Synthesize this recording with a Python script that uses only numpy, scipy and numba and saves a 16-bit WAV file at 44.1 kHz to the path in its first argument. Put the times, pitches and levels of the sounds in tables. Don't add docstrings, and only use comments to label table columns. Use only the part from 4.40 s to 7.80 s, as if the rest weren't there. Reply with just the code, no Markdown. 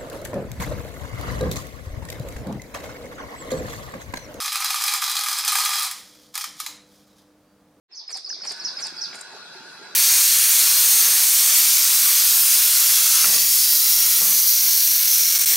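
import sys
import numpy as np
from scipy import signal
from scipy.fft import rfft, irfft
from scipy.io import wavfile
from scipy.ndimage import uniform_filter1d, map_coordinates
from numba import njit

SR = 44100
rng = np.random.default_rng(int(sys.argv[2]) if len(sys.argv) > 2 else 0)


def wav_record(signal):
    frames = np.transpose(np.atleast_2d(signal))
    bounded = np.clip(frames, -1, 1)
    quanta = np.round(bounded * 32767).astype(np.int16)
    wavfile.write(sys.argv[1], SR, quanta)


def convert_level_to_amplitude(level_db):
    exponent = np.asarray(level_db, float) / 20
    return 10 ** exponent


N = 149940
LEFT_RIGHT = np.array([[1], [-1]])


def read(table, at, log=False):
    x, y = np.array(table, float).T[:2]
    return np.interp(np.log(at), np.log(x), y) if log else np.interp(at, x, y)


def colour(x, table):
    hz = np.maximum(np.arange(len(x) // 2 + 1) * SR / len(x), 1)
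    return irfft(rfft(x) * convert_level_to_amplitude(read(table, hz, True)), len(x))


def low_cut(x, hz, order):
    return signal.sosfilt(signal.butter(order, hz, "high", fs=SR, output="sos"), x)


# (frequency [Hz], relative level [dB], decay by 60 dB [s])
TIN_MODES = [(680, -22, .05), (793, -14, .06), (825, -19, .06), (995, -14, .04), (1195, -2, .065),
             (1215, -5, .06), (1258, -4, .06), (1678, -9, .05), (2060, -18, .05), (2300, -14, .05),
             (2475, -8, .07), (3292, -9, .08), (3318, -9, .08), (3900, -5, .02), (4015, -7, .25),
             (4352, -7.5, .12), (4460, -12, .1), (4914, -9, .15), (4977, -7, .2), (5111, -6.5, .17),
             (5237, -7.5, .18), (6255, -9, .12), (7390, -17, .05), (7830, -16, .05), (8720, -9, .065),
             (8840, -11, .05), (10465, -6.5, .035), (11000, -12, .024), (12900, -18, .03),
             (14150, -15, .028)]


def strong_modes(blows):
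    tin_db, spot_scatter_db = -21.5, 3.5
    detune = 0.0008
    hz, mode_db, t60 = np.array(TIN_MODES).T
    at, band_db = blow_levels(blows)
    spot, polarity = rng.standard_normal((2, len(blows), len(hz)))
    spot_db = spot_scatter_db * np.clip(spot, -2, 2)
    ring_db = blows[:, 4:]
    gain = convert_level_to_amplitude(band_db[:, band(hz)] + mode_db + tin_db + ring_db + spot_db) * np.sign(polarity)
    wobble = detune * 4 * uniform_filter1d(rng.standard_normal((len(hz), N // 64 + 1)), size=16)
    pole = 2j * np.pi * hz / SR - np.log(1000) / (t60 * SR)
    return tin_low_cut(ring(at, gain, pole, wobble)[:N])


@njit
def ring(at, gain, pole, wobble):
    out = np.zeros(wobble.shape[1] * 64)
    for m in range(len(pole)):
        z, k = 0j, 0
        for i in range(len(out)):
            if i % 64 == 0:
                p = np.exp(pole[m] + 1j * pole[m].imag * wobble[m, i // 64])
            z = z * p + 1e-18
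            while k < len(at) and at[k] == i:
                z += gain[k, m]
                k += 1
            out[i] += z.imag
    return out


# (frequency [Hz], relative density [dB per Hz])
CROWD_COLOUR = [(350, -58.5), (600, -50), (790, -5), (906, -12), (1210, -5), (1430, -10), (2000, -7),
                (2400, -5), (2800, -11.5), (3300, -4.5), (4400, -4.5), (5050, -2.5), (5700, -4.5),
                (8700, -7), (10700, -6.5), (11700, -9), (14500, -7.5), (15400, -16.5), (16000, -48)]


def mode_crowd(blows):
    crowd_db, rise_s = -7.5, .0006
    crack_t60_s, clash_t60_s, clash_db = .011, 0.081, -9
    pour_ends_s, cushion_db = 1.49, -3
    at, band_db = blow_levels(blows)
    noise = rfft(colour(rng.standard_normal(N), CROWD_COLOUR))
    noise = noise / irfft(noise, N).std()
    noise_band = band(np.arange(len(noise)) * SR / N)
    t = np.arange(SR // 4) / SR
    rise = 1 - np.exp(-t / rise_s)
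    crack = rise * convert_level_to_amplitude(-60 * t / crack_t60_s)
    clash = rise * convert_level_to_amplitude(clash_db - 60 * t / clash_t60_s)
    lone = blows[:, 0] > pour_ends_s
    out = 0
    for k in range(3):
        power = 0
        for who, crack_db in ((lone, 0), (~lone, cushion_db)):
            hits = np.bincount(at, who * convert_level_to_amplitude(2 * band_db[:, k]), N + SR)
            power = power + signal.fftconvolve(hits, (convert_level_to_amplitude(crack_db) * crack + clash) ** 2)[:N]
        part = irfft(noise * (noise_band == k), N)
        out = out + convert_level_to_amplitude(crowd_db) * np.sqrt(np.maximum(power, 0)) * part
    return tin_low_cut(out)


def band(hz):
    return (hz > 2900) * 1 + (hz > 7000)


def blow_levels(blows):
    late_s, most_extra_db = .0008, 14
    at = ((blows[:, 0] + late_s) * SR).astype(np.int64)
    extra = np.clip(blows[:, 2:4], -most_extra_db, most_extra_db)
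    return at, blows[:, 1:2] + np.c_[extra[:, 0], 0 * at, extra[:, 1]]


def tin_low_cut(x):
    return low_cut(x, 740, 8)


# (time [s], relative level [dB], extra of the low modes [dB], extra of the high modes [dB])
PELLET_LANDINGS = [(0.02, -32, 4, -2.5), (0.043, -22.5, 2.5, -11), (0.057, -10.5, -5.5, -1.5),
                   (0.077, -9.5, 0, -6), (0.119, -13, 3.5, -1.5), (0.126, -15.5, 3, 5),
                   (0.145, -19, 2.5, -14.5), (0.155, -9.5, 4, 1.5), (0.194, -22, 5.5, -14.5),
                   (0.202, -10.5, 3, 0.5), (0.221, -11.5, 1.5, -9), (0.244, -10, -1.5, 4),
                   (0.256, -10, 1.5, -4), (0.304, -8.5, 3.5, 2), (0.332, -12.5, -5, -4.5),
                   (0.342, -14, 7, 5), (0.358, -11.5, -4, -3.5), (0.374, -16, -5.5, -1.5),
                   (0.399, -18, -6.5, -1), (0.419, -9.5, 1, 0.5), (0.437, -7, -1, 2.5),
                   (0.462, -13, -2.5, 6), (0.479, -9, 4.5, -1.5), (0.502, -19.5, 7.5, -4),
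                   (0.519, -12.5, 2.5, -6), (0.536, -9.5, 4.5, 4.5), (0.597, -19, -11, -10),
                   (0.618, -11, 1, 4), (0.622, -15, 7.5, 1.5), (0.639, -8.5, -4.5, 0.5),
                   (0.678, -10, 0.5, -7.5), (0.696, -10.5, -6, 3), (0.713, -8, -2.5, -0.5),
                   (0.737, -20, -0.5, 0), (0.754, -14, 0.5, 0), (0.766, -5.5, -7, -1), (0.79, -12, 4.5, 2),
                   (0.808, -12.5, -1.5, 1), (0.835, -13, 3, 6), (0.86, -15, 6.5, 0), (0.884, -8.5, -0.5, 2),
                   (0.895, -11.5, -1.5, -6.5), (0.913, -15, 6.5, 5.5), (0.928, -9.5, -2.5, 1),
                   (0.961, -22.5, -9, -6), (0.979, -17, -16.5, 4.5), (0.986, -11, -2, 1.5),
                   (0.994, -13, 3, -8), (1.038, -13.5, -2.5, -13.5), (1.047, -10.5, 2.5, 4.5),
                   (1.057, -20, -7, -11), (1.077, -6.5, -2.5, 2.5), (1.119, -11, 4.5, 7),
                   (1.128, -10.5, 2, 3.5), (1.153, -8, 7, 4), (1.185, -13, 8, 8), (1.202, -11, -2, -3.5),
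                   (1.227, -30.5, -3.5, -7), (1.249, -15, 0.5, 10), (1.257, -8.5, 4, -2),
                   (1.304, -12, 1.5, 0.5), (1.329, -17.5, 1, -2), (1.355, -18.5, 9, 10),
                   (1.365, -17, 0.5, 0.5), (1.393, -19, 3.5, 6.5), (1.429, -18, 6, 11),
                   (1.443, -14, -4.5, -1), (1.465, -30, 12, 10), (1.511, -18, 2.5, 7),
                   (1.953, -12.5, 1.5, -0.5), (1.976, -12.5, 0.5, 1.5), (2.009, -17, -1.5, -2),
                   (2.014, -15, -4, -1), (2.04, -13, 3.5, 0), (2.2, -12.5, 1, 1.5), (2.262, -14, 2, 0)]


def landings():
    return np.c_[np.array(PELLET_LANDINGS, float), np.zeros(len(PELLET_LANDINGS))]


# (time [s], level [dB])
BOUNCE_CURVE = [(0.0, -25), (0.08, -29.5), (0.11, -40), (0.12, -30), (0.374, -26.5), (0.386, -28.5),
                (0.422, -25), (0.556, -23.5), (0.588, -32), (0.632, -25), (1.046, -31), (1.086, -18),
                (1.104, -27), (1.184, -21.5), (1.448, -25), (1.6, -70)]


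def bounces():
    return stream(BOUNCE_CURVE, 750, lift_db=.5, scatter_db=3, low_db=0, high_db=0, ring_db=0)


# (time [s], level [dB])
ROLL_CURVE = [(1.5, -37.5), (1.6, -45.5), (1.7, -52.5), (1.78, -54), (1.86, -56), (1.92, -69), (1.935, -42),
              (1.952, -32), (2.0, -40.5), (2.13, -61), (2.18, -46), (2.198, -39.5), (2.3, -45), (2.37, -79),
              (2.46, -65), (2.55, -56.5), (2.62, -62.5), (2.74, -67), (2.79, -56.5), (2.84, -70.5),
              (2.88, -75), (3.4, -80)]


def rolls():
    return stream(ROLL_CURVE, 800, lift_db=0, scatter_db=4, low_db=-4, high_db=-3, ring_db=-4.5)


def stream(curve, rate, lift_db, scatter_db, low_db, high_db, ring_db):
    colour_scatter_db = 4
    gap, size, low, high = rng.random((4000, 4)).T
    s = curve[0][0] - np.cumsum(np.log(gap)) / rate
    size = np.minimum(-np.log(size), 3.)
    level = read(curve, s) + lift_db + scatter_db * size
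    low = low_db + colour_scatter_db * (2 * low - 1)
    high = high_db + colour_scatter_db * (2 * high - 1)
    return np.c_[s, level, low, high, 0 * s + ring_db][s < curve[-1][0]]


# (time [s], relative level [dB], extra of the low modes [dB], extra of the high modes [dB])
FINGER_TOUCHES = [(3.25, -66, 14, -14), (3.262, -65, 14, -14), (3.278, -68, 14, -14), (2.62, -68, 10, -10)]


def touches():
    return np.c_[np.array(FINGER_TOUCHES, float), np.zeros(len(FINGER_TOUCHES))]


# (start [s], length [s], frequency [Hz], level [dB])
THIN_SQUEAKS = [(3.05, .11, 4620, -72), (3.16, .06, 4620, -77), (2.68, .11, 3850, -71)]


def squeaks():
    t = np.arange(N) / SR
    out = np.zeros(N)
    for start, length, hz, db in THIN_SQUEAKS:
        swell = np.sin(np.pi * np.clip((t - start) / length, 0, 1))
        out += convert_level_to_amplitude(db) * swell * np.sin(2 * np.pi * hz * t)
    return out


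# (frequency [Hz], decay by 60 dB [s])
ROOM_DECAY = [(500, 0.41), (1500, 0.52), (4000, 0.49), (9000, 0.4), (14000, 0.19)]
# (frequency [Hz], relative level [dB])
ROOM_WIDE_TILT = [(500, 13), (1000, -2.5), (4000, -2.5), (9000, -2.5), (13000, 5)]


def room(x):
    room_db, wide_db = -4.5, -6
    gap_s, wide_gap_s, wide_t60_share = 0.0034, 0.00046, 0.51
    wander_s, wander_hz = .0003, 40
    t = np.arange(SR) / SR
    tails = np.zeros((2, SR))
    for hz in 400 * 2 ** np.arange(0, 5.6, .5):
        edges = [hz / 2 ** .25, min(hz * 2 ** .25, 21000)]
        sos = signal.butter(2, edges, "band", fs=SR, output="sos")
        t60 = read(ROOM_DECAY, hz, True) * np.array([[1], [wide_t60_share]])
        tails += signal.sosfilt(sos, rng.standard_normal((2, SR))) * convert_level_to_amplitude(-60 * t / t60)
    tails *= (t > np.array([[gap_s], [wide_gap_s]])) / np.sqrt(np.sum(tails[0] ** 2))
    parts = []
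    for tail in tails:
        wander = map_coordinates(rng.standard_normal(400), [np.arange(N) / SR * wander_hz])
        echo = signal.fftconvolve(x, tail)[:N]
        parts.append(map_coordinates(echo, [np.arange(N) + wander_s * SR * wander]))
    shared, wide = parts
    return convert_level_to_amplitude(room_db) * (shared + convert_level_to_amplitude(wide_db) * colour(wide, ROOM_WIDE_TILT) * LEFT_RIGHT)


# (frequency [Hz], rms level [dB])
HUM_PARTIALS = [(199.2, -67), (301.5, -64.5), (495.3, -68.5), (592.2, -77), (678.3, -77)]


def hum():
    waver_db, waver_hz = 3, 5.2
    offset = convert_level_to_amplitude(-24.5) * LEFT_RIGHT
    t = np.arange(N) / SR
    out = np.zeros((2, N))
    for hz, db in HUM_PARTIALS:
        waver = np.interp(t * waver_hz, np.arange(60), rng.standard_normal(60))
        phase = 2 * np.pi * (hz * t + rng.random())
        out += np.sqrt(2) * convert_level_to_amplitude(db + waver_db * waver) * np.sin(phase + offset)
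    return out


# (frequency [Hz], relative density [dB per Hz])
AIR_COLOUR = [(18, -64), (30, -20.5), (189, -10), (245, -11.5), (295, -10.5), (374, -18.5), (486, -12.5),
              (962, -20.5), (1190, -20.5), (2010, -28.5), (2480, -31), (16000, -40)]
# (frequency [Hz], side against mid [dB])
AIR_WIDTH = [(60, -16.5), (300, -26), (1000, -18.5), (4000, -4.5), (14000, -2)]


def air():
    mid, side = (colour(rng.standard_normal(N), AIR_COLOUR) for _ in range(2))
    return (mid + colour(side, AIR_WIDTH) * LEFT_RIGHT) * convert_level_to_amplitude(-60.5) / mid.std()


def scene():
    blows = np.r_[landings(), touches(), bounces(), rolls()]
    blows = blows[np.argsort(blows[:, 0], kind="stable")]
    modes, crowd = strong_modes(blows), mode_crowd(blows)
    echoes = room(convert_level_to_amplitude(-10) * modes + crowd)
    left_over_right_db = -.5
    balance = convert_level_to_amplitude(left_over_right_db / 2 * LEFT_RIGHT)
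    return (modes + crowd + squeaks() + echoes + hum() + air()) * balance


def low_band_drop(x):
    low_hz, high_hz, drop_db = 120, 650, -40
    threshold_db, watch_s = -36, .035
    power = uniform_filter1d(x.mean(0) ** 2, int(watch_s * SR))
    drop = uniform_filter1d(1. * (power > convert_level_to_amplitude(2 * threshold_db)), size=800)
    hz = np.arange(N // 2 + 1) * SR / N
    lows = irfft(rfft(x) * ((hz > low_hz) & (hz < high_hz)), N)
    return x - drop * (1 - convert_level_to_amplitude(drop_db)) * lows


def roll_off(x):
    return signal.sosfilt(signal.butter(12, 16440, fs=SR, output="sos"), x)


def record(dry):
    mix = low_band_drop(low_cut(dry, 30, 2))
    return roll_off(mix)


dry = scene()
out = record(dry)
wav_record(out)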